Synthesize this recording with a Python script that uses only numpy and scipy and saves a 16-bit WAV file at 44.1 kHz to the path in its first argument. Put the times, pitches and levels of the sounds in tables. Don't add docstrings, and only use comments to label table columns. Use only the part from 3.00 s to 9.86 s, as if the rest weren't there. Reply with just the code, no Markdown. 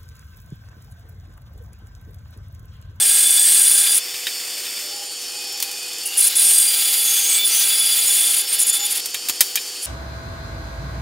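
import sys
import numpy as np
from scipy import signal
from scipy.fft import rfft, irfft, next_fast_len
from scipy.io import wavfile
from scipy.ndimage import uniform_filter1d

SR = 44100
rng = np.random.default_rng(int(sys.argv[2]) if len(sys.argv) > 2 else 0)


def store_wav(level_fs):
    pcm = np.round(np.clip(np.atleast_2d(level_fs), -1, 1) * 32767)
    wavfile.write(sys.argv[1], SR, pcm.T.astype(np.int16))


N = 302526
T = np.arange(N) / SR
TOP_HZ = 15800
MAIN_RING_HZ, SAG_HZ = 3505, 80

# (start [s], end [s])
PASSES = [(-.3, 1.0), (3.04, 6.01)]
# (time [s], load [0-1])
FEED_LOAD = [(0, .38), (.9, .4), (1.05, 0), (3.15, 0), (3.65, .72), (4.36, .82), (4.42, .15), (4.51, 1),
             (4.85, .9), (5.42, .35), (6.1, 0)]
# (start [s], end [s])
LONG_CUTS = [(-.1, .992), (3.351, 4.395), (4.445, 5.425)]
# (start [s], end [s], grip [dB])
NIBBLES = [(3.05, 3.084, -23), (3.168, 3.292, -13.5), (5.523, 5.562, -18.5), (5.585, 5.641, -15),
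           (5.661, 5.711, -15.5), (5.721, 5.785, -21), (5.844, 5.875, -21), (5.901, 5.938, -19.5),
           (5.946, 5.987, -24.5), (6.818, 6.95, -27)]
BITES = LONG_CUTS + [row[:2] for row in NIBBLES]
# (start [s], end [s], rise [s], fall [s], scrape
# [dB], hiss [dB])
RUBS = [(0.963, 1.99, 0.021, 0.19, -30, -31.5), (2.3, 3.191, 0.28, 0.081, -39, -51)]
# (frequency [Hz], level [dB])
DUST_SPECTRUM = [(4000, -3), (8000, 9), (10700, 6), (11800, 11), (12800, 1), (15800, 4)]


def teeth(rasp_db=-26, ring_db=-27.5, blow_share=0.27, waver_share=0.002653, sway_hz=34.53, entry_s=0.18):
    # (frequency [Hz], level [dB])
    rasp_spectrum = [(200, -20.5), (400, -26.5), (1000, -18), (1600, -10.5), (3000, 0), (4150, -2),
                     (4600, -1), (5400, -8), (8000, -2.5), (12000, 1), (13200, -4.5), (15800, -5)]
    # (multiple of the tooth pattern, level [dB])
    partials = [(3, -20.5), (5, -13.5), (6, -10.5), (8, -7.5), (9, -7), (10, -9), (11, -6.5), (12, -3),
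                (13, 7.5), (15, -2.5), (18, 4.5), (26, 6), (39, -1)]
    load, rate = glide(FEED_LOAD), tooth_rate()
    grazing = 1 - uniform_filter1d(gate(BITES, 0.0082), size=2000)
    repeats = np.cumsum(rate) / SR
    blows = np.diff(np.floor(repeats), prepend=0) * amp(2 * wander(220))
    fibres = (1 + np.exp(-2 * (repeats % 1))) * noise()
    rasp = colour(blow_share * unit(blows) + (1 - blow_share) * unit(fibres), rasp_spectrum)
    rasp *= amp(rasp_db + 3 * load - 3.5 * grazing + 2 * wander(31))
    ring = unit(sum(amp(db) * sing(k * rate, waver_share * k * rate.mean(), flicker_db=3, speed=3.54)
                    for k, db in partials))
    ring *= 1 + 0.41 * np.sin(2 * np.pi * sway_hz * T + wander(4.8))
    ring *= amp(ring_db + load - 8 * grazing)
    return sum(swell(start, end, entry_s, 0.0068) for start, end in PASSES) * (rasp + ring)


def tooth_rate():
    return (MAIN_RING_HZ - SAG_HZ * glide(FEED_LOAD)) / 13


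def squeal(modes, squeal_db, spray_db, settle_s=0.051, release_s=0.025):
    grip_db, centre_hz = grip()
    bend = np.ones(N)
    for start, end in BITES:
        biting = 0.03 * np.exp(-abs(T - start) / settle_s)
        leaving = 0.074 * np.clip(1 - (end - T) / release_s, 0, 1)
        bend += ((T > start) & (T < end)) * (biting + leaving)
    band = unit(sum(amp(db) * sing(hz * bend, waver_hz, flicker_db=4) for hz, waver_hz, db in modes))
    band = 0.78 * band + resonate(band, centre_hz, width_hz=1800)
    band /= np.sqrt(uniform_filter1d(band ** 2, size=1500) + 1e-9)
    spray = amp(spray_db + 0.76 * grip_db) * colour(noise(), DUST_SPECTRUM)
    chatter = amp(1.4 * wander(310))
    return gate(BITES, 0.0087) * (amp(squeal_db + grip_db) * band + spray) * chatter


def grip():
    # (time [s], grip [dB], squeal centre [Hz])
    first_pass = [(0, -17, 8840), (0.5, -14.5, 8670), (0.8, -15.5, 9600), (0.87, -21, 9676),
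                  (0.95, -16.5, 9700)]
    second_pass = [(3.35, -14, 10300), (3.6, -13, 8900), (3.74, -22, 10200), (4.02, -22, 9600),
                   (4.3, -22.5, 8570), (4.9, -22.5, 9800), (5.13, -16.5, 9900), (5.4, -19.5, 10300)]
    curve = first_pass + second_pass
    grip_db, centre_hz = glide(curve), glide(curve, column=2)
    for start, end, db in NIBBLES:
        inside = (T >= start) & (T <= end)
        grip_db[inside], centre_hz[inside] = db, 10300
    return grip_db, centre_hz


def howls(waver_share=0.00295, fade_share=0.17):
    # (start [s], end [s], multiple of the tooth pattern, level [dB])
    notes = [(-.1, 0.984, 13, -32), (0.742, .99, 18, -30), (3.16, 3.47, 15, -34), (3.41, 4.047, 18, -31.5),
             (3.36, 5.4, 57, -31), (3.69, 4.242, 39, -27.5), (4.379, 4.466, 13, -17.5),
             (4.46, 4.65, 57, -28), (4.48, 5.01, 39, -22.5), (4.475, 5.05, 18, -29), (4.5, 5.04, 13, -28.5),
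             (5.577, 5.896, 13, -28.5), (5.055, 5.274, 13, -28.5), (5.06, 5.187, 26, -26.5),
             (5.596, 5.886, 26, -26)]
    rate, out = tooth_rate(), np.zeros(N)
    for start, end, k, db in notes:
        fade_s, hz = fade_share * (end - start), k * rate
        out += amp(db) * swell(start, end, fade_s, fade_s) * sing(hz, waver_share * hz.mean(), 4)
    return out


def shrieks(fade_share=0.17):
    # (start [s], end [s], pitch [Hz], waver [Hz], level [dB])
    notes = [(-.1, 0.97, 1657, 80, -41), (1.46, 2.144, 596, 4.4, -55), (2.216, 3.02, 2495, 12, -43.5),
             (3.024, 3.24, 2810, 70, -35.5), (3.88, 4.233, 11700, 340, -25.5),
             (4.018, 4.395, 6470, 230, -25), (4.493, 4.658, 6120, 200, -25),
             (4.241, 4.45, 2305, 12.3, -34.5), (4.284, 4.394, 8200, 270, -19.5),
             (4.444, 4.49, 9950, 60, -18), (5.472, 5.545, 8900, 40, -23)]
    out = np.zeros(N)
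    for start, end, hz, waver_hz, db in notes:
        fade_s = fade_share * min(end - start, 0.4)
        out += amp(db) * swell(start, end, fade_s, fade_s) * sing(hz, waver_hz, flicker_db=3)
    return out


def knocks(crack_db=-8, wood_db=2, thump_db=1, crack_t60=0.044, wood_t60=0.065, thump_t60=0.041):
    # (time [s], crack [dB], wood [dB], thump [dB])
    blows = [(1.139, -35, -29, -75), (1.268, -13.5, -18.5, -75), (1.661, -35, -31, -75),
             (2.601, -11, -45, -52), (2.625, -5, -30.5, -54), (2.714, -18, -50, -65),
             (6.058, -11, -50, -54), (6.144, -10.5, -23, -73), (6.286, -6.5, -36, -40),
             (6.296, -10, -37, -13.5), (6.4071, 6, -18, -22), (6.556, -3, -26, -63),
             (6.572, -19, -20.5, -58)]
    # (frequency [Hz], level [dB])
    wood_modes = [(1190, -2), (1620, -6), (1890, 9), (2400, 13.5), (3130, 15), (3700, 14.5), (5000, 7)]
    # (frequency [Hz], level [dB])
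    crack_spectrum = [(900, -13), (4500, 0.5), (6000, 1.5), (8500, 3), (15800, 1)]
    thump_spectrum = [(70, -14), (200, -9.5), (400, -18), (900, -14), (3000, -12.5)]
    t, out = np.arange(SR // 4) / SR, np.zeros(N)
    crack_fade = amp(-60 * t / crack_t60) + amp(-22 - 60 * t / 0.5)
    wood_fade = amp(-60 * t / wood_t60)
    for time, crack, wood, thump in blows:
        crack_noise, wood_noise, thump_noise = rng.standard_normal((3, len(t)))
        snap = colour(crack_noise, crack_spectrum) * crack_fade
        clack = sum(amp(db) * resonate(wood_noise * wood_fade, hz, width_hz=257) for hz, db in wood_modes)
        clack = unit(clack) * np.sqrt(np.mean(wood_fade ** 2))
        push = colour(thump_noise, thump_spectrum) * amp(-60 * t / thump_t60)
        blow = amp(crack + crack_db) * snap + amp(wood + wood_db) * clack + amp(thump + thump_db) * push
        add(out, time, blow * np.minimum(t / 0.0001, 1))
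    return out


def rubbing(scrape_db=-6, hiss_db=-4, grain_db=1.5):
    # (frequency [Hz], level [dB])
    scrape_spectrum = [(1100, -38), (1750, 2), (2500, 10.5), (3550, -1), (3800, -56), (4700, 15),
                       (5700, 2.5), (12000, -2)]
    hiss_spectrum = [(1700, 5), (4700, -2), (9000, 15), (11000, -11), (12750, 12), (15800, 6)]
    scrape = amp(scrape_db) * colour(noise(), scrape_spectrum)
    hiss = amp(hiss_db) * colour(noise(), hiss_spectrum)
    strokes = sum(swell(start, end, rise, fall) * (amp(scrape_level) * scrape + amp(hiss_level) * hiss)
                  for start, end, rise, fall, scrape_level, hiss_level in RUBS)
    return strokes * amp(grain_db * wander(100))


def throbs(rate_hz=25, depth=0.31):
    # (start [s], end [s], level [dB])
    touches = [(0.984, 1.94, -42), (2.37, 3.186, -45)]
    pulse = 1 + depth * np.sin(2 * np.pi * rate_hz * T + wander(4.2))
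    level = sum(amp(db) * gate([(start, end)], 0.017) for start, end, db in touches)
    return level * unit(pulse * sing(MAIN_RING_HZ, waver_hz=9, flicker_db=3))


def motor(hum_db=1.37, whine_db=3.5, waver_db=3, drift_share=0.000387, sag_share=0.012):
    # (frequency [Hz], level [dB])
    tones = [(491.5, -53), (721.4, -59), (4319, -49), (4480, -44), (4657, -42), (5039, -50), (5200, -48),
             (5378, -41), (6098, -47.5), (6815, -48), (8258, -49), (8430, -49), (9146, -48)]
    clock = T + np.cumsum(drift_share * wander(3.75)) / SR
    loaded_clock = clock - sag_share * np.cumsum(glide(FEED_LOAD)) / SR
    knots, out = np.linspace(0, T[-1], 160), np.zeros(N)
    for hz, db in tones:
        waver = waver_db * np.interp(T, knots, rng.standard_normal(len(knots)))
        treble = min(hz / 3000, 1)
        level = amp(db + (2 - treble) * hum_db + treble * (whine_db + waver))
        cycles = hz * (loaded_clock if treble == 1 else clock) + rng.random()
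        out += level * np.sin(2 * np.pi * cycles)
    return out


def wheels(rush_db=-35, housing_db=-36.5):
    # (frequency [Hz], level [dB])
    rush_spectrum = [(70, -21.5), (200, -14.5), (330, -2.5), (450, -8), (900, -9.5), (1800, -5.5),
                     (2600, -6), (3400, -3), (3800, -2), (5700, -2.5), (9200, -1), (15800, -10)]
    # (frequency [Hz], width [Hz], level [dB])
    housing_modes = [(390, 54, -1.5), (2557, 30, 4.5), (3070, 460, 14.5), (4600, 450, 12), (7120, 140, 15)]
    rush = amp(rush_db + 1.17 * wander(40)) * colour(noise(), rush_spectrum)
    shake = noise()
    housing = unit(sum(amp(db) * unit(resonate(shake, hz, width)) for hz, width, db in housing_modes))
    return rush + amp(housing_db) * housing


def guide_ticks(tick_db=-34.5, rub_boost_db=5, rate_hz=19.56, decay_turns=0.18):
    turn = ((T - 2.063) * rate_hz) % 1
    level = amp(tick_db + 1.5 * wander(6.6) + rub_boost_db * swell(*RUBS[1][:4]))
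    return level * np.exp(-turn / decay_turns) * colour(noise(), DUST_SPECTRUM)


def table_drone(idle_db=-60, cutting_db=-56):
    # (start [s], end [s], level [dB])
    surges = [(1.863, 2.144, -50), (2.312, 2.788, -52), (5.785, 5.868, -37)]
    level = amp(idle_db) + amp(cutting_db) * gate(PASSES, 0.028)
    level += sum(amp(db) * gate([(start, end)], 0.049) for start, end, db in surges)
    return level * sing(816.5, waver_hz=17.4, flicker_db=3.5)


def workshop(x, t60=0.087):
    # (frequency [Hz], level [dB])
    spectrum = [(30, 26), (130, 24), (400, 19), (1000, 14), (2200, -8), (15800, -47)]
    t = np.arange(SR // 3) / SR
    tail = np.array([colour(rng.standard_normal(len(t)), spectrum) for _ in range(2)])
    tail *= amp(-60 * t / t60) * (t > 0.004)
    return signal.fftconvolve(x[None], tail / np.linalg.norm(tail[0]), axes=1)[:, :N]


def sing(hz, waver_hz, flicker_db, speed=1.996):
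    rate_hz = speed * waver_hz + 15
    level = amp(flicker_db * wander(rate_hz))
    pitch = hz + waver_hz * wander(rate_hz)
    return unit(level * np.sin(2 * np.pi * np.cumsum(pitch) / SR))


def resonate(x, hz, width_hz):
    carrier = np.exp(2j * np.pi * np.cumsum(hz * np.ones(len(x))) / SR)
    pole = np.exp(-np.pi * width_hz * np.sqrt(2) / SR)
    return 2 * (carrier * signal.lfilter([(1 - pole) ** 2], [1, -2 * pole, pole ** 2], x / carrier)).real


def colour(x, spectrum):
    hz, db = np.transpose(spectrum)
    size = next_fast_len(len(x))
    f = np.fft.rfftfreq(size, 1 / SR) + 1
    gain = amp(np.interp(np.log(f), np.log(hz), db)) * np.minimum(f / hz[0], 1) * (f < TOP_HZ)
    return unit(irfft(rfft(x, size) * gain, size)[:len(x)])


def wander(rate_hz, step=16):
    size = next_fast_len(N // step + 2)
    lowpass = np.exp(-(np.fft.rfftfreq(size, step / SR) / rate_hz) ** 2)
    slow = irfft(rfft(rng.standard_normal(size)) * lowpass, size)
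    return unit(np.interp(np.arange(N) / step, np.arange(size), slow))


def glide(rows, column=1):
    rows = np.array(rows)
    return np.interp(T, rows[:, 0], rows[:, column])


def swell(start, end, rise_s, fall_s):
    return np.clip(np.minimum((T - start) / rise_s, (end - T) / fall_s), 0, 1)


def gate(spans, edge_s):
    return np.max([swell(start, end, edge_s, edge_s) for start, end in spans], axis=0)


def amp(db):
    return 10 ** (np.asarray(db) / 20)


def unit(x):
    return x / np.sqrt(np.mean(x ** 2) + 1e-20)


def noise():
    return rng.standard_normal(N)


def add(mix, start_s, sound):
    part = mix[round(start_s * SR):][:len(sound)]
    part += sound[:len(part)]


def scene():
    # (frequency [Hz], waver [Hz], level [dB])
    first_modes = [(8340, 120, 1), (8780, 50, -8), (9220, 50, -11), (9655, 30, 0), (9900, 70, -1),
                   (11200, 60, -10)]
    second_modes = [(8290, 70, 0), (8800, 70, -4), (9200, 90, -6), (9520, 50, -2), (9870, 40, 1),
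                    (11600, 130, -6)]
    first = squeal(first_modes, squeal_db=0.5, spray_db=-8.5)
    second = squeal(second_modes, squeal_db=-1, spray_db=-11)
    cut = teeth() + np.where(T < PASSES[1][0], first, second) + howls() + shrieks() + throbs()
    machine = motor() + wheels() + guide_ticks() + table_drone()
    direct = cut + machine + rubbing() + knocks()
    return direct + amp(-33) * workshop(direct)


def record(dry):
    lowpass = signal.firwin(1023, TOP_HZ, window=("kaiser", 9), fs=SR)
    return signal.oaconvolve(np.clip(dry, -1, 1), lowpass[None], "same")


dry = scene()
out = record(dry)
store_wav(out)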